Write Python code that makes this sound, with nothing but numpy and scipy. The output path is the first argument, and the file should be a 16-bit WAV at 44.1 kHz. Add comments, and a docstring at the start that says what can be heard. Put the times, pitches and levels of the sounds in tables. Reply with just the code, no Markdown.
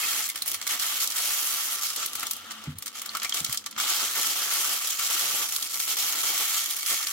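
"""Thin tissue paper crackles as hands pull a strap out of it, then open, stretch and fold it over a table.
Shaped noise makes its clicks (random buckling), its fizz, its sliding hiss and its soft flutter.
Single creases snap, domes pop at a pitch, the strap rasps and a carton, flicked by the paper, taps hollowly.
Damped sine modes make soft bumps on the wooden table; sliding hands keep it booming faintly.
A short room tail and faint air noise surround the stereo pair."""
import sys
import numpy as np
from scipy import signal
from scipy.fft import rfft, irfft, next_fast_len
from scipy.io import wavfile
from scipy.ndimage import uniform_filter1d, map_coordinates

SR = 44100
rng = np.random.default_rng(int(sys.argv[2]) if len(sys.argv) > 2 else 0)


def write(x):
    x = np.atleast_2d(x).T
    wavfile.write(sys.argv[1], SR, np.round(np.clip(x, -1, 1) * 32767).astype(np.int16))


N = 313987


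def amp(db):
    """Decibels to gain."""
    return 10 ** (np.asarray(db) / 20)


def unit(x):
    """x at rms 1."""
    return x / np.sqrt(np.mean(x ** 2) + 1e-20)


def along(points, hz):
    """(Hz, value) points interpolated on a log frequency axis."""
    f, v = np.transpose(points)
    return np.interp(np.log(hz + 1), np.log(f + 1), v)


def curves(rows):
    """One value per sample for each column after the time."""
    s, *cols = np.transpose(rows)
    return [np.interp(np.arange(N) / SR, s, c) for c in cols]


def wobble(knots_per_s):
    """Smooth random curve through normal-distributed knots."""
    knots = rng.standard_normal(int(N * knots_per_s / SR) + 4)
    return map_coordinates(knots, [np.arange(N) * knots_per_s / SR])


def coloured(x, level):
    """x through the causal minimum-phase filter whose gain in dB is level(Hz)."""
    n = x.shape[-1]
    m = 2 * next_fast_len(n // 2 + 2048)
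    gain = amp(level(np.fft.rfftfreq(m, 1 / SR)))
    cepstrum = irfft(np.log(gain + 1e-6), m)
    # fold the cepstrum onto positive time
    cepstrum[1:m // 2] *= 2
    cepstrum[m // 2 + 1:] = 0
    response = np.exp(rfft(cepstrum))
    return irfft(rfft(x, m) * response, m)[..., :n]


def noise(spectrum):
    """Two unrelated noises of the given colour, rms 1."""
    return unit(coloured(rng.standard_normal((2, N)), lambda hz: along(spectrum, hz)))


def resonance(f, hz, width_hz):
    """Power response of one resonance, peak 1."""
    return 1 / (1 + (2 * (f - hz) / width_hz) ** 2)


def ringing(modes):
    """Two noises through a set of resonances (Hz, width Hz, dB), rms 1."""
    def level_db(f):
        power = sum(amp(2 * db) * resonance(f, hz, width_hz) ** 2 for hz, width_hz, db in modes)
        return 10 * np.log10(power)

    return unit(coloured(rng.standard_normal((2, N)), level_db))


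def add(track, s, sound):
    """Mix a sound into a track from time s."""
    part = track[:, max(round(s * SR), 0):][:, :sound.shape[-1]]
    part += sound[..., :part.shape[-1]]


def handling():
    """Strokes rise, sag and die over the stirring sheet; crackle, fizz, slide, flutter as relative dB."""
    # pulls and squeezes: t/s, length/s, crackle/dB, fizz over crackle/dB, slide/dB, flutter over slide/dB
    strokes = [(0.0, 0.21, -30, -1, -35, -11), (0.223, 0.047, -32, -2, -43, -20),
               (0.471, 0.08, -33.5, -1, -46.5, -7), (0.694, 0.058, -30, -1, -32.5, -14),
               (0.797, 0.18, -31, -0.5, -35.5, -27), (1.004, 0.04, -27.5, 0, -39.5, -13),
               (1.107, 0.04, -38, 1, -40, -16), (1.16, 0.583, -31, 0.5, -36, -16),
               (1.826, 0.042, -28, -4, -39, -16), (1.977, 0.081, -30.5, -8, -38, -6),
               (2.18, 0.089, -45, -12, -41.5, -6.5), (2.957, 0.032, -37, -8, -44.5, -14),
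               (3.135, 0.025, -43, -8, -40.5, -15), (3.227, 0.024, -37, -12, -37, -21),
               (3.344, 0.042, -29.5, -6.5, -39, -6.5), (3.515, 0.018, -37, -3, -47, -6),
               (3.785, 0.27, -29.5, -4.5, -35, -12.5), (4.159, 0.16, -29.5, -3.5, -34.5, -8.5),
               (4.36, 0.13, -39.5, 4.5, -34.5, -16), (4.506, 0.27, -31.5, 0.5, -35, -10.5),
               (4.818, 0.11, -33.5, -7, -40.5, -29), (4.991, 0.087, -28.5, -5.5, -37, -24),
               (5.102, 0.34, -29, -2, -33.5, -9), (5.53, 0.13, -41, 4, -48, -16),
               (5.74, 0.12, -34.5, 0.5, -47.5, -11), (5.874, 0.058, -30, -1, -35, -15),
               (5.975, 0.24, -29, -2.5, -37.5, -11.5), (6.236, 0.1, -28.5, -0.5, -34.5, -7.5),
               (6.345, 0.12, -28, -0.5, -35, -14), (6.479, 0.16, -29.5, -1.5, -38, -17),
               (6.652, 0.15, -35.5, 0, -44.5, -33), (6.862, 0.042, -26, -2, -39, -17),
               (6.909, 0.04, -28, -2, -37.5, -7), (6.966, 0.072, -31.5, -2, -40, -24),
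               (7.081, 0.03, -35.5, 0, -41, -22)]
    # stirring between strokes: t/s, crackle/dB, slide/dB
    stirring = [(0, -45, -48), (0.33, -42.5, -45.5), (0.6, -45, -44.5), (0.8, -36.5, -41),
                (1.9, -34.5, -41.5), (2.1, -42, -42), (2.34, -43, -44.5), (2.42, -50.5, -43),
                (2.66, -53, -44), (2.75, -61, -52), (2.92, -53, -49.5), (3.05, -48, -44),
                (3.55, -40.5, -42), (3.61, -53, -54), (3.75, -57, -48.5), (3.9, -30, -35),
                (4.9, -32.5, -41.5), (7.12, -38.5, -49.5)]
    attack_s, release_s = 0.039, 0.11  # 60 dB ramps
    sag_db_per_s = 5.5
    stir_fizz_db, stir_flutter_db = -3, -13  # over crackle, over slide

    t = np.arange(N) / SR
    stir_db, rub_db = curves(stirring)
    power = amp([stir_db, stir_db + stir_fizz_db, rub_db, rub_db + stir_flutter_db]) ** 2
    for s, length_s, db, fizz_db, slide_db, flutter_db in strokes:
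        rise_db = 60 * np.minimum(t - s, 0) / attack_s
        fall_db = -60 * np.maximum(t - s - length_s, 0) / release_s
        sag_db = -sag_db_per_s * (t - s - length_s / 2)
        shape_db = rise_db + fall_db + sag_db
        on = shape_db > -60
        gains = amp([db, db + fizz_db, slide_db, slide_db + flutter_db])
        power[:, on] += np.outer(gains, amp(shape_db[on])) ** 2
    return 10 * np.log10(power)


def buckle(t, t60, tail_db, tail_t60):
    """Envelope of one facet flipping: a short crack, then a weaker, longer shiver through the sheet."""
    crack = amp(-60 * t / t60)
    shiver = amp(tail_db - 60 * t / tail_t60)
    return (crack + shiver) / (1 + amp(tail_db))


def crackle(clicks_per_s, spread_db, clump_db):
    """Summed envelope of facets that click at random, each with its own size, rms 1."""
    rate = np.clip(clicks_per_s, 400, 8000)
    # buckling comes in avalanches, which even out when many creases move together
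    clumps = amp(clump_db * wobble(70) * np.sqrt(500 / rate))
    size = amp(spread_db * np.clip(rng.standard_normal(N), -2, 2))
    struck = rng.random(N) < rate / SR
    power = struck * (size * clumps) ** 2 / rate
    click = buckle(np.arange(SR // 20) / SR, t60=0.005, tail_db=-11, tail_t60=0.06)
    return unit(np.sqrt(np.abs(signal.oaconvolve(power, click ** 2)[:N])))


def flexed(x, fold_db, bend_db):
    """A sheet changing shape shifts its colour: quickly with small folds, slowly with large bends."""
    def field(shape, bins, frames):
        across = uniform_filter1d(rng.standard_normal(shape), bins, -2)
        return unit(uniform_filter1d(across, frames, -1))

    z = signal.stft(x, nperseg=256)[2]
    folds = field(z.shape, 7, 6)
    bends = field(z.shape[1:], 5, 40)  # same in both channels
    shifted = z * amp(fold_db * folds + bend_db * bends)
    return unit(signal.istft(shifted, nperseg=256)[1][:, :N])


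def rustle(crackle_db, fizz_db, slide_db, flutter_db):
    """Moving paper crackles, rubs on itself and flaps softly; a firmer stroke buckles it more finely."""
    # colours of the clicks, their fizz, the sliding and the flutter: f/Hz, relative density/dB
    crackle_colour = [(100, -61), (600, -38), (1500, -19.5), (2500, -4.5), (3300, -4), (4500, -1.5),
                      (5600, 1), (7000, 2.5), (8300, -3), (9500, -12.5), (12000, -21.5)]
    fizz_colour = [(3000, -69), (7000, -13), (8600, -1.5), (10000, 1), (11700, 4.5), (13500, 1),
                   (16000, -3)]
    slide_colour = [(100, -49), (400, -23.5), (750, -5.5), (1000, -6.5), (1300, -1.5), (1700, -1.5),
                    (2300, -6.5), (3000, 3), (4500, -5.5), (8000, -11), (16000, -32)]
    flutter_colour = [(25, -60), (50, -41), (80, -7), (120, -8), (200, -5), (300, 2.5), (550, 2),
                      (900, 3.5), (2000, -17), (8000, -48)]
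    firm_slide_db, firm_clicks_per_s = -36, 3000
    rate_exponent = 1.4  # click rate against sliding amplitude

    def sheet(colour):
        return flexed(noise(colour), fold_db=1.7, bend_db=1.0)

    clicks_per_s = firm_clicks_per_s * amp(rate_exponent * (slide_db - firm_slide_db))
    grain = crackle(clicks_per_s, spread_db=1.0, clump_db=-1.5)
    coarse = amp(crackle_db - 2.1) * sheet(crackle_colour)
    fizz = amp(fizz_db + 0.25) * sheet(fizz_colour)
    slide = amp(slide_db - 2) * unit(grain ** 0.39) * sheet(slide_colour)
    flaps = unit(noise(flutter_colour) * amp(3.5 * wobble(40)))
    return grain * (coarse + fizz) + slide + amp(flutter_db - 5.0) * flaps


def scrape():
    """The wrapping rasps along the strap as it is pulled off: fluctuating noise in the strap's modes."""
    # t/s, mean level before wobble/dB
    rasp = [(0, -42), (.06, -37), (.13, -47), (.19, -38.5), (.26, -44), (.32, -63), (.4, -110)]
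    # strap resonances: f/Hz, width/Hz, relative level/dB
    strap_modes = [(1860, 140, -1), (2090, 230, 3), (2560, 270, 5)]
    return amp(curves(rasp)[0] + 5.0 * wobble(59.5)) * ringing(strap_modes)


def drag():
    """Hands and strap sliding on the wood keep two of its modes faintly alive."""
    # t/s, low mode/dB, high mode/dB
    boom = [(0, -68, -85), (0.65, -65, -69), (0.9, -78, -88), (2.1, -72, -71), (2.55, -67, -58),
            (2.9, -75, -66), (3.6, -69, -63.5), (3.77, -77, -56), (3.9, -93, -78), (7.1, -86, -94)]
    low_db, high_db = curves(boom)
    return amp(low_db) * ringing([(92.6, 15, 0)]) + amp(high_db) * ringing([(219.4, 31, 0)])


def air():
    """Still air of the room: steady coloured noise."""
    # f/Hz, relative density/dB
    air_colour = [(25, 7), (50, -16), (85, -7), (150, -13), (230, 0.5), (295, 12), (390, -3), (520, 6),
                  (850, -31), (1300, -11), (4000, -13), (16000, -34)]
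    return amp(-64.0) * noise(air_colour)


def snaps(rows):
    """Stiff creases strain and give way one at a time: noise bursts, each with its own brightness."""
    rise_s = 0.0074  # 60 dB
    flat_t60_s, t60_exponent = 0.033, 0.19  # t60 at 0 dB body; more body rings longer
    out, lead = np.zeros((2, N)), SR // 20
    t = np.arange(-lead, 2 * lead) / SR
    for s, db, body_db, top_db in rows:
        colour = [(100, body_db - 11), (600, body_db - 10.5), (1300, body_db - 1.0), (2200, body_db + 0.5),
                  (3500, -0.92), (7000, 0.66), (11000, top_db - 2.5), (16000, top_db - 4.5)]
        t60 = flat_t60_s * amp(t60_exponent * body_db)
        strain = amp(60 * np.minimum(t, 0) / rise_s)
        shape = strain * buckle(np.maximum(t, 0), t60, tail_db=-13, tail_t60=0.09)
        crack = coloured(shape * rng.standard_normal((2, len(t))), lambda hz: along(colour, hz))
        add(out, s - lead / SR, amp(db + 4.0) * crack)
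    return out


def small_snaps(crackle_db):
    """Lesser creases give way at random times, their level following the crackle."""
    snaps_per_s, spread_db = 42, 2.5
    rows, draws = [], rng.random(size=(600, 5))
    for when, chance, size, body, top in draws:
        if chance < snaps_per_s * N / SR / len(draws):
            db = crackle_db[int(when * N)] + spread_db * (2 * size - 1)
            rows.append((when * N / SR, db, -24 + 16 * body, -4 + 9 * top))
    return snaps(rows)


def single_snaps():
    """The louder creases that give way one at a time."""
    # t/s, relative level/dB, relative body/dB, relative top/dB
    crease_rows = [(0.2906, -29, -12, 9), (0.3, -22, -21, -1), (0.348, -37, -1, -7),
                   (0.3589, -26.5, -5.5, 2), (0.3766, -31, -6, -1), (0.4225, -26, -13, 5.5),
                   (0.460, -34, -1, 10), (0.4786, -29, -9, 13), (0.4968, -34, -17, 12),
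                   (0.516, -24, -15, 4), (0.544, -24, -5, 2), (0.615, -28, -3.5, -2), (0.6266, -28, -8, -6),
                   (0.6685, -25, -3, 3), (0.6761, -20, -15, 0), (0.797, -23.5, -15, 0),
                   (1.075, -20, -31, 0), (1.103, -26, -17, 1), (1.122, -26, -14, -2), (1.9033, -23, -9, -3),
                   (1.962, -26, -6.5, 3), (2.061, -25.5, -14, 6), (2.1329, -28.5, -7, 0),
                   (2.154, -27, -2, 7.5), (2.1963, -28, -18, 5), (2.207, -29, -10, -2),
                   (2.2306, -27.5, 1.5, 3), (2.269, -23, -24, -1), (2.2806, -39, -21, -4),
                   (2.311, -22, -12.5, 6.5), (2.334, -29, -12, 3), (2.366, -32, -21, 4),
                   (2.509, -30, 2.5, -9), (2.5176, -28, -18, -4), (2.6402, -37, -8, -2),
                   (2.786, -36.5, -24, 11.5), (2.8245, -29, -8, 1), (2.8608, -28.5, -9, 2.5),
                   (2.869, -30, -6, 0), (2.8795, -27.5, -8.5, -4), (2.9182, -49, -16, -9),
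                   (2.996, -30, -19, -5), (3.018, -29, -3.5, 4), (3.0603, -28.5, -5.5, 0),
                   (3.0918, -31, -28, -17), (3.1515, -25, -14, -4), (3.1705, -26.5, -7, 1.5),
                   (3.1995, -27, -21, -19), (3.22, -26.5, -2, -16), (3.232, -23.5, -17, 2),
                   (3.2478, -22, -2.5, -5), (3.2952, -20.5, -28, -4), (3.3238, -25, -7.5, -20),
                   (3.344, -24, -18, 2), (3.372, -26, -18, -5), (3.4036, -23, -19, -2),
                   (3.447, -17.5, -19, -2.5), (3.464, -24, -11, -19), (3.4968, -30, -5, 2),
                   (3.527, -21.5, -14, 4), (3.5456, -29, -4, 4), (3.5746, -17.5, -25, -8),
                   (3.6419, -38, -5, -15), (3.6625, -23.5, -10, -6), (3.668, -30.5, -2.5, -7),
                   (3.7121, -34, -26, 1), (3.7274, -37, -5, -19), (3.764, -36, 5, -17),
                   (3.7798, -31, -5, -7), (3.801, -25, -5, -4), (3.8101, -26, -6, -3), (4.39, -30, -10, 3),
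                   (4.8726, -23, -16, 1), (4.995, -27, -0.5, 7), (5.49, -27.5, -6, 2), (5.5243, -24, -8, 1),
                   (5.5637, -22, -10, 4), (5.626, -20.5, -14, -4), (5.7436, -24, -17, 0),
                   (5.8012, -24, -5.5, 4), (5.958, -27, -22, -4), (5.9693, -26, -6, 5), (6.009, -49, -7, 1),
                   (6.2327, -26, -15, -9), (6.6598, -31, -8, -1), (6.709, -28, -21, 10),
                   (6.766, -35, -2, 13), (6.8294, -28, -6.5, -1), (6.8669, -39, -13, 6),
                   (7.0704, -23, -9, -0.5)]
    return snaps(crease_rows)


def pops():
    """A larger dome of paper that inverts rings roughly at its own pitch: decaying narrow-band noise."""
    # t/s, f/Hz, level/dB, t60/s
    domes = [(.288, 2120, -31, .06), (.299, 2130, -32, 0.043), (0.42, 4140, -20.5, 0.025),
             (.668, 2150, -30, .05), (1.961, 4540, -30, 0.044), (2.228, 2060, -34, 0.07),
             (3.092, 4400, -27, 0.034), (3.246, 2280, -24.5, 0.075), (3.323, 3270, -22, 0.033),
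             (5.56, 4470, -27, .04), (6.659, 3330, -29, .05), (7.069, 4630, -25, 0.031)]
    out, t = np.zeros((2, N)), np.arange(SR // 8) / SR
    for s, hz, db, t60 in domes:
        burst = rng.standard_normal((2, len(t)))
        tone = unit(coloured(burst, lambda f: 20 * np.log10(resonance(f, hz, 0.15 * hz))))
        add(out, s, tone * amp(db - 60 * t / t60))
    return out


def flicks():
    """Paper edges catch the open carton, whose flaps answer with a short hollow tap."""
    # t/s, level/dB, t60/s
    taps = [(2.228, -38, 0.077), (3.149, -28, 0.11), (3.244, -33, 0.065), (3.777, -26, 0.056),
            (3.799, -25.5, 0.055)]
    # flap modes: f/Hz, width/Hz, relative level/dB
    flap_modes = [(1210, 120, -11), (1310, 280, 5), (1650, 200, -19), (2190, 170, -4)]
    blows, t = np.zeros((1, N)), np.arange(SR // 5) / SR
    for s, db, t60 in taps:
        add(blows, s, amp(db - 60 * t / t60) * (1 - np.exp(-t / 0.00064)))
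    return blows * ringing(flap_modes)


def bumps():
    """Soft contacts set the table top booming briefly in damped sine modes; a resting hand damps it."""
    # t/s, relative level/dB, pitch ratio, ring length ratio
    blows = [(2.673, -30, 1.01, 1.0), (2.752, -43, 0.63, 0.85), (3.407, -37.5, 1.08, 0.43),
             (3.44, -49, 1.3, 0.52), (3.488, -36, 0.87, 0.37)]
    # table top modes before the ratios: f/Hz, relative level/dB, t60/s
    table_modes = [(86, -5, 0.22), (146.4, 6, 0.15), (236.5, -3.5, 0.18), (270, -8.5, 0.2),
                   (337, -29, 0.053)]
    out, t = np.zeros((2, N)), np.arange(SR // 3) / SR
    for s, db, ratio, length in blows:
        ring = sum(amp(level_db - 60 * t / (t60 * length)) * np.sin(2 * np.pi * hz * ratio * t)
                   for hz, level_db, t60 in table_modes)
        add(out, s, amp(db + 1.5) * ring * (1 - np.exp(-t / 0.0043)))
    return out


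def cavity(x, modes, share):
    """A nearby hollow lifts its own resonances, the more the closer it is (share 0-1)."""
    def boost_db(f):
        return sum(db * resonance(f, hz, width_hz) for hz, width_hz, db in modes)

    return x + share * (coloured(x, boost_db) - x)


def hollows(sheet):
    """The hollow between the hands and the open carton colour the sheet as it moves."""
    # t/s, cupped between the hands/0-1, close to the carton/0-1
    sheet_place = [(0, 0.7, 0.9), (0.7, 0.83, 0.75), (1.2, 0.53, 0.42), (2.0, 0.23, 1), (3.2, 0.57, 1),
                   (3.8, 0.6, 1), (4, 0.53, 0.57), (5.5, 0.37, 0.8), (6.4, 1, 1), (7.1, 1, 1)]
    # resonances of hands and carton: f/Hz, width/Hz, boost at full share/dB
    hand_modes = [(1795, 53, 5.5), (2010, 260, 5), (2226, 138, 8.5), (3240, 280, 5.5), (4250, 79, 5.5)]
    carton_modes = [(713, 41, 2.5), (1162, 100, 7.9), (1345, 150, 8.4)]
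    cupped, near = curves(sheet_place)
    return cavity(cavity(sheet, hand_modes, cupped), carton_modes, near)


def room(x):
    """The walls answer after 5 ms with a short noise tail whose decay time varies with frequency."""
    # f/Hz, t60/s
    decay = [(150, 0.18), (1300, 0.053), (5000, 0.16), (15000, 0.081)]
    hz, t, z = signal.stft(rng.standard_normal((2, SR // 3)), SR, nperseg=256)
    tail = signal.istft(z * amp(-60 * t / along(decay, hz)[:, None]), SR, nperseg=256)[1]
    tail = np.pad(tail / np.linalg.norm(tail[0]), ((0, 0), (SR // 200, 0)))
    return signal.fftconvolve(x, tail, axes=1)[:, :N]


def microphones(pair):
    """Spaced capsules: likeness, level and phase differ with frequency; the left leads slightly."""
    # f/Hz, left-right correlation
    likeness = [(40, -0.34), (130, 0.54), (350, 0.68), (700, 0.27), (1250, 0.84), (1650, 0.1), (2100, 0.57),
                (2900, -0.019), (4500, 0.1), (6200, 0.011), (8000, -0.098), (16000, 0.15)]
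    # f/Hz, left over right/dB
    left_lean = [(60, 0), (140, -6.5), (210, -0.5), (500, -4), (1170, -2), (2740, -1), (4190, -4.5),
                 (6700, -2.5), (7400, -2.5), (8300, 2.5), (9300, 0), (10800, -2.5), (15000, -1)]
    # f/Hz, left ahead of right/rad
    left_lead = [(300, 0.083), (750, 0.7), (1250, 0.42), (1650, 0.85), (2150, 0.55), (2800, 0.36),
                 (4000, 0.64)]
    m = next_fast_len(N + SR // 4)
    hz = np.fft.rfftfreq(m, 1 / SR)
    turn = np.arccos(np.clip(along(likeness, hz), -1, 1)) / 2
    mid, side = rfft(pair, m) * [np.cos(turn), np.sin(turn)]
    lean = amp(along(left_lean, hz) / 2) * np.exp(1j * along(left_lead, hz) / 2)
    return irfft([(mid + side) * lean, (mid - side) / lean], m)[:, :N]


def sway(pair):
    """The sheet is held out to the left for a while: a slow shift of balance."""
    # t/s, additional left over right/dB
    balance = [(0, 1.2), (1.9, 1), (2.14, 3), (3.5, 2), (3.8, 1.9), (7.12, 1.3)]
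    return amp(curves(balance)[0] * np.array([[1], [-1]]) / 2) * pair


def scene():
    """Paper, carton and table in a small quiet room; the bumps stay dry and centred."""
    crackle_db, fizz_db, slide_db, flutter_db = handling()
    sheet = rustle(crackle_db, fizz_db, slide_db, flutter_db) + single_snaps() + small_snaps(crackle_db)
    contacts = scrape() + pops() + flicks()
    paper = contacts + hollows(sheet)
    background = drag() + air()
    heard = microphones(paper + amp(-13.5) * room(paper) + background)
    return sway(heard) + bumps()


def record(dry):
    """Cut the deep bass and everything above a sharp band limit."""
    low_cut_hz, top_hz = 62, 15900
    thin = signal.sosfilt(signal.butter(3, low_cut_hz, "high", fs=SR, output="sos"), dry)
    m = next_fast_len(N + SR // 4)
    return irfft(rfft(thin, m) * (np.fft.rfftfreq(m, 1 / SR) < top_hz), m)[:, :N]


dry = scene()
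out = record(dry)
write(out)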